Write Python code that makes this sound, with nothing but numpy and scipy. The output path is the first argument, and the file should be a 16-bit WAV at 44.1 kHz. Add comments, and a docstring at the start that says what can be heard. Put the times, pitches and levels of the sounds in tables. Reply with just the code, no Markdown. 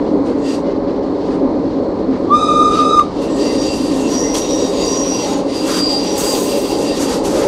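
"""Wheel rumble through the car body is heard first, in the cab of an electric railcar rounding a curve.
Filtered noise and two hum tones make it; noise rubs for the flanges, and wavering tones squeal for the wheels.
The air whistle, a gliding harmonic tone, blows once, and reflectors return it Doppler-shifted, mostly upward.
In the curve two low wheel modes groan, the rail is struck once, and a shaped noise burst lets off air.
"""
import sys
import numpy as np
from scipy import signal
from scipy.fft import rfft, irfft, next_fast_len
from scipy.io import wavfile
from scipy.ndimage import uniform_filter1d

SR = 44100
rng = np.random.default_rng(int(sys.argv[2]) if len(sys.argv) > 2 else 0)


def put_to_file(sound):
    """Save the sound as 16-bit audio at rate SR, in the file named by the first command-line argument."""
    columns = np.atleast_2d(sound).T  # one column per channel
    safe = np.clip(columns, -1, 1)
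    whole_steps = np.round(safe * 32767)
    wavfile.write(sys.argv[1], SR, whole_steps.astype(np.int16))


N = 329427
TIME = np.arange(N) / SR
CUTOFF_HZ = 15730   # upper limit of the sound
SPEED_M_S, SOUND_M_S = 13, 343   # speed of the railcar; speed of sound


def amp(db):
    """Logarithmic level: dB to amplitude gain."""
    return 10 ** (np.asarray(db) / 20)


def rms_one(x):
    """Normalisation: scale to rms 1."""
    return x / np.sqrt(np.mean(x ** 2) + 1e-20)


def in_time(rows):
    """Linear interpolation: the columns of a curve at every sample."""
    times, *columns = np.transpose(rows)
    return [np.interp(TIME, times, column) for column in columns]


def while_on(rows, fade_s):
    """Gating: 1 during a curve, fading linearly to 0 outside it."""
    inside_s = np.minimum(TIME - rows[0][0], rows[-1][0] - TIME)
    return np.clip(inside_s / fade_s + 1, 0, 1)


def drift(rate_hz, size=N):
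    """Low-pass random process: noise through two equal poles at rate_hz; spread 1."""
    r = np.exp(-16 * np.pi * rate_hz / SR)   # run at an eighth of the sample rate
    noise = rng.standard_normal(size // 8 + 3002)
    slow = signal.lfilter([1], [1, -2 * r, r * r], noise)[3000:]   # drop the start-up
    return np.interp(np.arange(size) / 8, np.arange(len(slow)), rms_one(slow))


def coloured(spectrum, lifts=()):
    """Spectral shaping: noise with a given spectrum and resonant lifts; rms 1."""
    size = next_fast_len(N)
    hz = np.arange(1, size // 2 + 2) * SR / size
    points = np.array(spectrum)
    db = np.interp(np.log(hz), np.log(points[:, 0]), points[:, 1], left=-120, right=-120)
    for centre, width, lift_db in lifts:
        db = db + lift_db / (1 + (2 * (hz - centre) / width) ** 2)
    return rms_one(irfft(rfft(rng.standard_normal(size)) * amp(db), size)[:N])


def resonate(x, hz, width_hz):
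    """Damped resonance: one pole pair, gain 1 at its peak."""
    r = np.exp(-np.pi * width_hz / SR)
    poles = [1, -2 * r * np.cos(2 * np.pi * hz / SR), r * r]
    return signal.lfilter([(1 - r * r) / 2, 0, (r * r - 1) / 2], poles, x)


def band(x, low_hz, high_hz):
    """Band-pass filtering: one band of a sound; rms 1."""
    sos = signal.butter(3, [low_hz, high_hz], "band", fs=SR, output="sos")
    return rms_one(signal.sosfilt(sos, x))


def bursts(starts, holds, peaks_db, rise_db_s, fall_db_s):
    """Exponential growth and decay: dB ramps rise to each start, hold and fall; the loudest counts."""
    coarse = TIME[::16]
    level_db = np.full(len(coarse), -200.0)
    for start, hold, peak_db, rise in np.broadcast(starts, holds, peaks_db, rise_db_s):
        before_s = np.maximum(start - coarse, 0)
        after_s = np.maximum(coarse - start - hold, 0)
        level_db = np.maximum(level_db, peak_db - rise * before_s - fall_db_s * after_s)
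    return np.interp(TIME, coarse, level_db)


# wheels on rail: (time [s], floor boom level [dB], middle rumble level [dB], upper rumble level [dB])
ROLLING = [(0.0, -8.5, -24, -30.5), (0.04, -16.5, -19, -29), (1.08, -17, -20, -31.5),
           (1.48, -12.5, -17.5, -28), (1.62, -15.5, -20.5, -32), (2.99, -17.5, -18, -30),
           (3.1, -18.5, -23, -30), (3.47, -14, -17.5, -29), (3.79, -16.5, -22, -31.5),
           (4.12, -17, -17.5, -28), (4.24, -19, -18.5, -29), (6.12, -19, -20, -31.5),
           (7.39, -16, -17, -28.5), (7.47, -53, -16, -29)]
# spectrum of the rumble: (frequency [Hz], relative density [dB per Hz])
RUMBLE_SPECTRUM = [(15, -27.5), (25, -14), (154, -12.5), (171, -11), (231, -5.5), (257, -3.5), (296, 0),
                   (372, -8.5), (400, -5.5), (521, -6.5), (559, -5.5), (644, -16), (1070, -20),
                   (1170, -31.5), (1700, -45.5), (2210, -42), (3740, -120)]
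# car body resonances: (frequency [Hz], width [Hz], lift [dB])
BODY_MODES = [(43.4, 4.9, 5), (269.6, 20, 8), (324, 170, 4), (397.4, 8, 6.5), (558, 67, 3), (772, 14, 4)]
# deepest rumble: (time [s], level [dB])
DEEP_LEVEL = [(0, -28.5), (1.2, -30.5), (1.7, -27), (4.1, -28), (4.7, -29.5), (6.4, -31), (7.47, -25.5)]
# motor and gear hum: (frequency [Hz], mean level [dB])
HUM = [(182.6, -33), (43.3, -52.5)]
# spectrum of the tread on the rail: (frequency [Hz], relative density [dB per Hz])
TREAD_SPECTRUM = [(710, -33.5), (1200, 11.5), (1320, 3), (1980, -3.5), (2490, -10.5), (2700, -31),
                  (4370, -2.5), (5060, -39.5), (7000, -34.5), (9100, -64), (15400, -120)]
TREAD_HISS_DB = -41.5


def rumble():
    """Forced vibration: rail roughness shakes the car body in bands; the drive hums, the treads hiss."""
    boom_db, middle_db, upper_db = in_time(ROLLING)
    body = coloured(RUMBLE_SPECTRUM, BODY_MODES)
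    low = amp(in_time(DEEP_LEVEL)[0]) * band(body, 22, 188.4)
    boom = amp(boom_db + 0.97 * drift(3.9)) * band(body, 211.4, 329.0)
    middle = amp(middle_db + 1.25 * drift(4.5)) * band(body, 400, 700)
    upper = amp(upper_db) * band(body, 802, 2700)
    hum = 0
    for hz, db in HUM:
        phase = 2 * np.pi * np.cumsum(hz + 0.65 * drift(2.1)) / SR
        hum = hum + amp(db + 3.5 * drift(8.3)) * np.sin(phase)
    tread_hiss = amp(TREAD_HISS_DB) * coloured(TREAD_SPECTRUM)
    return low + boom + middle + upper + hum + tread_hiss


# steady pressure of the flanges, light, then firm in the curve: (time [s], force level [dB])
RUBBING = [(0, -53.5), (0.7, -59), (1.3, -54), (1.5, -57.5), (2.3, -54.5), (3.08, -52), (3.45, -42.5),
           (4.1, -42.5), (4.7, -42.5), (4.85, -41.5), (5.34, -42), (5.44, -49), (5.56, -41), (6.15, -41.5),
           (6.2, -38), (6.6, -41.5), (7.17, -40.5), (7.215, -44.5), (7.25, -45), (7.47, -43)]
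# moments of harder bite:
# (time [s], hold [s], rise [dB/s], force level [dB], sizzle level [dB], grind level [dB])
BITES = [(.27, 0.05, 300, -51, -54, -41), (0.668, 0.042, 298, -51.5, -78, -44),
         (0.887, 0.024, 298, -51.5, -69, -44), (2.127, 0.035, 297, -53, -79, -39.5),
         (0.462, 0.087, 248, -43.5, -42.5, -44), (1.306, 0.046, 155, -50, -55, -42),
         (2.754, 0.057, 200, -40, -45, -38), (3.223, 0.026, 400, -44.5, -39.5, -45),
         (3.463, 0.036, 296, -41.5, -44, -41), (4.095, 0.067, 400, -39.5, -37.5, -40),
         (4.345, 0.027, 2000, -35.5, -25.5, -33.5), (5.263, 0.099, 300, -41, -44, -39),
         (5.69, 0.097, 300, -36, -28.5, -28.5), (7, 0.036, 600, -39.5, -29, -33),
         (7.095, 0.049, 400, -37.5, -30.5, -32), (7.25, 0.067, 700, -40, -32, -35.5),
         (7.347, 0.095, 300, -40, -32.5, -29.5)]
# spectra of hiss, sizzle and grind: (frequency [Hz], relative density [dB per Hz])
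RUB_SPECTRUM = [(650, -16), (1100, -4.5), (1630, -30), (1830, -8), (2130, -8.5), (2770, -2), (3510, -2.5),
                (4650, 0), (9000, -25), (11700, -72), (19800, -120)]
SIZZLE_SPECTRUM = [(4000, -13), (6000, 0.5), (8500, -3.5), (10500, -9.5), (13000, -13.5), (15900, -52.5)]
GRIND_SPECTRUM = [(900, -20.5), (1200, 3.5), (1800, -5), (2500, -8.5), (3500, -24)]
# wheel modes that the rubbing rings: (frequency [Hz], width [Hz], level before the contact gain [dB])
WHEEL_MODES = [(830, 30, -6), (1020, 40, -8), (1850, 50, -16), (2050, 40, -18), (2729, 30, -11),
               (3315, 60, -6.5), (3763, 50, -15), (4690, 60, -8), (4760, 40, -9), (4940, 200, -7),
               (5690, 40, -10), (5800, 500, -6), (7908, 40, -17), (8344, 40, -17)]
FIRM_DB, FORCE_WANDER_DB = -43, 1.5   # usual force in the curve; its random wander
BITE_FALL_DB_S = 216.5
HISS_DB = 8   # hiss above the force
SIZZLE_DB, SIZZLE_GROWTH = -41.5, 1.84   # at the usual force; dB gained for each dB of force
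GRIND_DB, GRIND_GROWTH = -51, 3.5   # likewise
TOP_HZ, TOP_GROWTH = 10500, .9   # above this pitch: extra fade in dB for each dB of sizzle below -38 dB
SCRAPE_DB = .8   # fast roughness of the sliding contact
KNOCK_S = 4.354   # the flange strikes the rail once
KNOCK_DB = 32   # height of the strike above the rms of the noise that drives the wheel modes


def flanges():
    """Sliding friction: steel hisses, grinds, rings the wheel modes and sizzles when it bites harder."""
    steady_db, = in_time(RUBBING)
    starts, holds, rises, *peaks = np.transpose(BITES)
    bite_db, bright_db, dull_db = [bursts(starts, holds, db, rises, BITE_FALL_DB_S) for db in peaks]
    rub_db = np.maximum(steady_db + FORCE_WANDER_DB * drift(8.1), bite_db)
    sizzle_db = np.maximum(SIZZLE_DB + SIZZLE_GROWTH * (steady_db - FIRM_DB), bright_db)
    grind_db = np.maximum(GRIND_DB + GRIND_GROWTH * (steady_db - FIRM_DB), dull_db)

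    flutter = amp(.7 * drift(10) + SCRAPE_DB * drift(45))
    hiss = amp(HISS_DB) * flutter * coloured(RUB_SPECTRUM)

    fizz = coloured(SIZZLE_SPECTRUM)
    lower = signal.sosfiltfilt(signal.butter(4, TOP_HZ, fs=SR, output="sos"), fizz)
    top_gain = amp(TOP_GROWTH * np.minimum(sizzle_db + 38, 0))
    sizzle = amp(sizzle_db + 2.4 * drift(12)) * (lower + top_gain * (fizz - lower))
    grind = amp(grind_db + SCRAPE_DB * drift(30)) * coloured(GRIND_SPECTRUM)

    contact = rng.standard_normal(N)
    contact[round(KNOCK_S * SR)] = amp(KNOCK_DB)
    rings = 0
    for hz, width, db in WHEEL_MODES:   # each mode is caught and let go on its own
        rings = rings + amp(db + 2.0 * drift(4.6)) * rms_one(resonate(contact, hz, width))
    # firm contact rings the wheel more
    ring_gain = amp(1.9 * (uniform_filter1d(rub_db, size=3000) + 39.0))
    return amp(rub_db) * (hiss + ring_gain * rings) + sizzle + grind


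OCTAVE_DB = -31   # octave relative to the tone


def wavering(hz, level_db, flicker_db):
    """Stick-slip oscillation: a tone with its octave, unsteady in pitch and strength."""
    phase = 2 * np.pi * np.cumsum(hz * (1 + 0.000914 * drift(22.9))) / SR
    octave = amp(OCTAVE_DB) * np.sin(2 * phase) * (2 * hz < CUTOFF_HZ)
    return amp(level_db + flicker_db * drift(31)) * (np.sin(phase) + octave)


# wheel modes that lock into a tone, one row each: (frequency [Hz], close partner [Hz] if any)
SQUEAL_MODES = [(4760,), (5766,), (2729,), (3763,), (6665, 6756), (7634, 7725), (2045,), (1850,),
                (8565, 8662), (9582,), (4685,), (5690,)]
# squeals of each mode in turn: (time [s], hold [s], level before flicker [dB])
SQUEALS = [
    [(0.46, 0.07, -41), (2.755, 0.03, -44), (3.42, 0.24, -35), (3.66, 0.067, -28), (3.83, 0.051, -39),
     (4.15, .04, -32), (4.6, 0.091, -39), (4.82, .06, -27), (4.92, 0.035, -32), (5.14, 0.063, -31),
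     (5.56, 0.044, -28), (5.75, .03, -25), (5.81, 0.16, -16.5), (6.03, 0.069, -28.5), (6.29, 0.038, -20.5),
     (6.68, 0.082, -34), (6.88, 0.034, -28)],
    [(0.49, 0.07, -50), (2.76, 0.036, -48), (3.42, 0.11, -41), (3.6, 0.033, -39), (3.72, .08, -44),
     (4.15, 0.11, -23), (4.3, 0.14, -27), (4.51, 0.053, -25.5), (4.6, 0.038, -32), (4.89, 0.14, -22),
     (5.07, 0.091, -22.5), (5.19, 0.065, -28.5), (6.075, 0.051, -31.5)],
    [(0.465, 0.059, -41), (2.765, 0.043, -43), (3.24, .03, -41), (3.44, 0.087, -39), (3.69, 0.054, -34),
     (4.0, 0.071, -37.5), (5.14, 0.064, -37.5), (6.2, 0.11, -39), (6.49, 0.045, -37.5), (6.72, 0.029, -39),
     (6.84, 0.051, -36.5), (4.8, 0.12, -42)],
    [(3.58, .1, -43), (4.434, 0.25, -37.5), (5.254, 0.066, -43), (6.89, .05, -39), (4.79, 0.11, -37.5),
     (5.72, 0.064, -33)],
    [(.45, .07, -51), (3.62, 0.069, -41), (4.04, 0.21, -43), (4.38, 0.095, -43), (4.6, 0.083, -43),
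     (4.77, 0.08, -37.5), (4.92, 0.077, -37), (5.2, .06, -48), (5.3, 0.063, -41), (6.2, 0.21, -37)],
    [(.46, 0.076, -50), (3.33, .1, -44.5), (3.64, 0.094, -43), (4.0, .17, -47), (4.8, .2, -45),
     (5.12, 0.16, -46), (5.8, .15, -43), (4.55, 0.092, -46), (6.2, 0.13, -36)],
    [(.68, 0.027, -47), (3.49, 0.027, -40), (4.268, .032, -39), (4.8, .04, -44), (5.24, .05, -42),
     (5.49, .02, -45)],
    [(.46, 0.061, -44), (3.3, 0.36, -46.5), (3.8, 0.3, -48), (4.15, 0.12, -44), (4.55, 0.54, -50),
     (6.85, .1, -43)],
    [(.47, 0.066, -55), (3.5, 0.13, -50), (4.14, .1, -55), (4.78, 0.11, -50), (5.15, .2, -60)],
    [(4.05, .1, -57), (4.9, .2, -57)],
    [(.47, .07, -47), (2.76, .05, -45), (3.42, .08, -34), (3.6, .1, -35), (3.8, 0.098, -39),
     (4.6, 0.086, -41), (4.82, .06, -31), (4.98, .05, -43), (5.21, .07, -38), (6.68, 0.055, -42)],
    [(.48, 0.073, -50), (3.5, .08, -43), (3.61, .04, -33), (3.72, .09, -44), (3.85, .03, -52),
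     (4.17, .2, -34), (4.52, 0.14, -32), (4.98, 0.053, -39), (5.12, 0.1, -37), (6.08, 0.065, -34)],
]
# faint tone of each mode between squeals: (level relative to the usual force [dB])
IDLE_LEVELS = [-5, -9, -7, -9, -12, -10, -22, -14, -13, -15, -7, -10]
IDLE_GROWTH = 2.2   # dB it gains for each dB of force
SQUEAL_RISE_DB_S, SQUEAL_FALL_DB_S = 282, 241
RETURNS_DB = -5.5   # trackside returns relative to the smoothed tone, at the lock level
LOCK_DB, LOCK_SHARE = -26, .3   # level of a firm lock; share of a drop below it that the skirt regains
LOOSE_FLICKER = .15   # extra flicker in dB for each dB below a firm lock
SIDE_COSINE = .77   # returns come from the side of the track


def squeal():
    """Friction-driven modes: wheel tones, with Doppler-shifted trackside returns as a skirt round each."""
    out = 0
    spread = 2 * SPEED_M_S / SOUND_M_S * SIDE_COSINE   # shifted up ahead, down behind
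    force_db, = in_time(RUBBING)
    for modes, idle_offset_db, rows in zip(SQUEAL_MODES, IDLE_LEVELS, SQUEALS):
        # the idle tone dies fast as the flange lets go
        idle_db = FIRM_DB + idle_offset_db + IDLE_GROWTH * (force_db - FIRM_DB) + 2.4 * drift(4.6)
        burst_db = bursts(*np.transpose(rows), SQUEAL_RISE_DB_S, SQUEAL_FALL_DB_S)
        level_db = np.maximum(idle_db, burst_db)

        hz = modes[0]
        skirt = coloured([(hz * (1 - 2 * spread), -20), (hz * (1 - spread), -11),
                          (hz * (1 - 0.6 * spread), -2.5), (hz, 0), (hz * (1 + .65 * spread), -1.5),
                          (hz * (1 + spread), -10), (hz * (1 + 2 * spread), -20)])
        # many paths even the level out
        returns_db = uniform_filter1d(level_db, size=2500) + RETURNS_DB
        returns_db = returns_db + LOCK_SHARE * np.clip(LOCK_DB - level_db, -9, 14)
        flicker_db = 1.4 + LOOSE_FLICKER * np.clip(LOCK_DB - level_db, 0, 14)
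        tones = sum(wavering(mode_hz, level_db, flicker_db) for mode_hz in modes)
        out = out + amp(returns_db) * skirt + tones
    return out


# whistle, surging as the valve opens and as it shuts:
# (time [s], pitch [Hz], fundamental rms level [dB], overtone gain [dB])
WHISTLE = [(2.27, 1165, -40, -71), (2.296, 1147, -29, -56), (2.308, 1126, -12.5, -46),
           (2.322, 1184, -7.5, -40), (2.354, 1210, -5, -30), (2.378, 1196, -13, -36),
           (2.39, 1215, -16, -34), (2.54, 1209, -15.5, -34), (2.58, 1213, -11, -32.5),
           (2.69, 1209, -11, -37), (2.75, 1211, -21, -36), (2.8, 1206, -15.5, -38), (2.948, 1216, -16, -36),
           (2.975, 1208, -9.5, -38), (2.996, 1202, -2.5, -51), (3.003, 1223, -15, -51),
           (3.012, 1175, -6.5, -54), (3.03, 1200, -27, -59), (3.12, 1205, -41, -73)]
# overtones of the direct sound: (multiple of the pitch, level relative to the overtone gain [dB])
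OVERTONES = [(2, -9), (3, -0.5), (4, -17), (5, -13), (6, -25), (7, -19)]
# spectrum of air past the whistle lip: (frequency [Hz], relative density [dB per Hz])
BREATH_SPECTRUM = [(3000, -23), (4500, -4), (9000, -3), (11000, -23)]
# returned sound: (multiple of the pitch, relative level [dB], angle cosine of the strongest reflector,
# its lift [dB], lasting share of its return)
ECHO_ORDERS = [(1, -5, 0.2, 6, 0), (2, -30, 0.75, 6, .4), (3, -26, 0.7, 17, 1.2), (4, -36, 0.52, 18.5, 1.6),
               (5, -29.5, 0.54, 9, 0), (6, -39, 0.68, 12, .6), (7, -42, 0.61, 14, .5), (8, -48, 0.55, 6, 0)]
BLOW_DB = -15.5   # drive of the returns
ECHO_T60_S = 0.2   # time for the near returns to die by 60 dB


def whistle():
    """Doppler effect: reflectors ahead return the blow raised by up to 2 v/c; those behind, lowered."""
    part = slice(int(2.2 * SR), int(3.5 * SR))
    pitch_hz, level_db, overtone_db = [column[part] for column in in_time(WHISTLE)]
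    on = while_on(WHISTLE, 0.0061)[part]
    phase = 2 * np.pi * np.cumsum(pitch_hz) / SR
    overtones = sum(amp(db) * np.sin(k * phase) for k, db in OVERTONES)
    direct = np.sqrt(2) * on * (amp(level_db) * np.sin(phase) + amp(overtone_db) * overtones)

    # the returns build up after the start and die after the end
    r = amp(-60 / (ECHO_T60_S * SR))
    blowing = on * (TIME[part] > 2.33) * (TIME[part] < 3.0)
    near = amp(BLOW_DB) * signal.lfilter([1 - r], [1, -r], blowing)
    far = amp(-30.0) * signal.lfilter([1 - r ** 0.15], [1, -r ** 0.26], near)   # far slopes answer longer
    swell = near + far
    total = direct + amp(-26.5) * swell * coloured(BREATH_SPECTRUM)[part]

    for facing in np.linspace(-.63, .95, 21):   # cosine of the angle between track and reflector
        shift = 1 + 2 * SPEED_M_S / SOUND_M_S * facing
        behind_db = 22 * min(facing, 0)   # the car shades what lies behind
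        for k, db, best, lift_db, lasting in ECHO_ORDERS:
            # reflectors come and go, faster for short waves
            passing = drift(6 + 3 * k, size=len(on))
            strength = passing + lasting * (abs(facing - best) < .04)
            gain = amp(db - 8.5 + behind_db + lift_db / (1 + ((facing - best) / 0.12) ** 2))
            tone = np.sin(k * shift * phase + rng.uniform(0, 2 * np.pi))
            total = total + gain * swell * strength * tone
    out = np.zeros(N)
    out[part] = total
    return out


# two low wheel modes: (frequency [Hz], width [Hz])
GROAN_MODES = [(825, 81), (1030, 65)]
# swells of each mode in turn: (time [s], hold [s], level [dB])
GROANS = [
    [(4.28, .05, -38), (5.235, 0.031, -24.5), (5.33, 0.029, -25), (5.93, .05, -30), (6.07, .12, -30),
     (6.28, 0.075, -27.5), (6.555, .03, -32), (6.71, 0.094, -30), (7.07, 0.038, -29), (7.19, 0.067, -30),
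     (7.37, .09, -30.5)],
    [(4.12, .05, -35), (4.83, 0.18, -31), (5.16, 0.29, -38), (5.7, 0.18, -32.5), (6.21, 0.29, -34.5)],
]
GROAN_RISE_DB_S, GROAN_FALL_DB_S = 254, 204


def groan():
    """Resonance under random force: rough contact swells in the low wheel modes."""
    out = 0
    for (hz, width), rows in zip(GROAN_MODES, GROANS):
        level_db = bursts(*np.transpose(rows), GROAN_RISE_DB_S, GROAN_FALL_DB_S)
        once = resonate(rng.standard_normal(N), hz, width)
        out = out + amp(level_db) * rms_one(resonate(once, hz, width))   # twice, for steeper sides
    return out


# short rail modes that the knock rings: (frequency [Hz], width [Hz], level at the strike [dB])
KNOCK_RING = [(2850, 170, -33), (3460, 110, -19), (4170, 290, -16), (5000, 400, -23)]


def knock():
    """Free damped vibration: the struck rail rings briefly."""
    after = np.maximum(TIME - KNOCK_S, 0)
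    out = 0
    for hz, width, db in KNOCK_RING:
        out = out + amp(db) * np.exp(-np.pi * width * after) * np.sin(2 * np.pi * hz * after)
    return out


# a burst of air: (time [s], level [dB])
AIR_LEVEL = [(6.165, -75), (6.18, -25), (6.3, -28), (6.5, -32.5), (6.72, -37), (6.8, -65)]
# spectrum of the jet: (frequency [Hz], relative density [dB per Hz])
AIR_SPECTRUM = [(2940, -38), (5000, -19), (6490, 2), (7040, -6), (8360, 3), (9960, -9), (12600, -5),
                (13800, -15), (15600, -7)]


def air():
    """Jet noise: compressed air let off under the floor."""
    level_db = in_time(AIR_LEVEL)[0] + 1.0 * drift(9.7)
    return amp(level_db) * while_on(AIR_LEVEL, .003) * coloured(AIR_SPECTRUM)


def scene():
    """Superposition: all sources add and reach both channels alike, from the middle."""
    total = rumble() + flanges() + squeal() + whistle() + groan() + knock() + air()
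    return np.tile(total, (2, 1))


def record(dry):
    """Saturation and low-pass filtering: peaks bend over near full scale, the top is cut."""
    bent = dry / (1 + np.abs(dry / 1.05) ** 20) ** (1 / 20)
    return signal.sosfilt(signal.ellip(12, .5, 70, CUTOFF_HZ, fs=SR, output="sos"), bent)


dry = scene()
out = record(dry)
put_to_file(out)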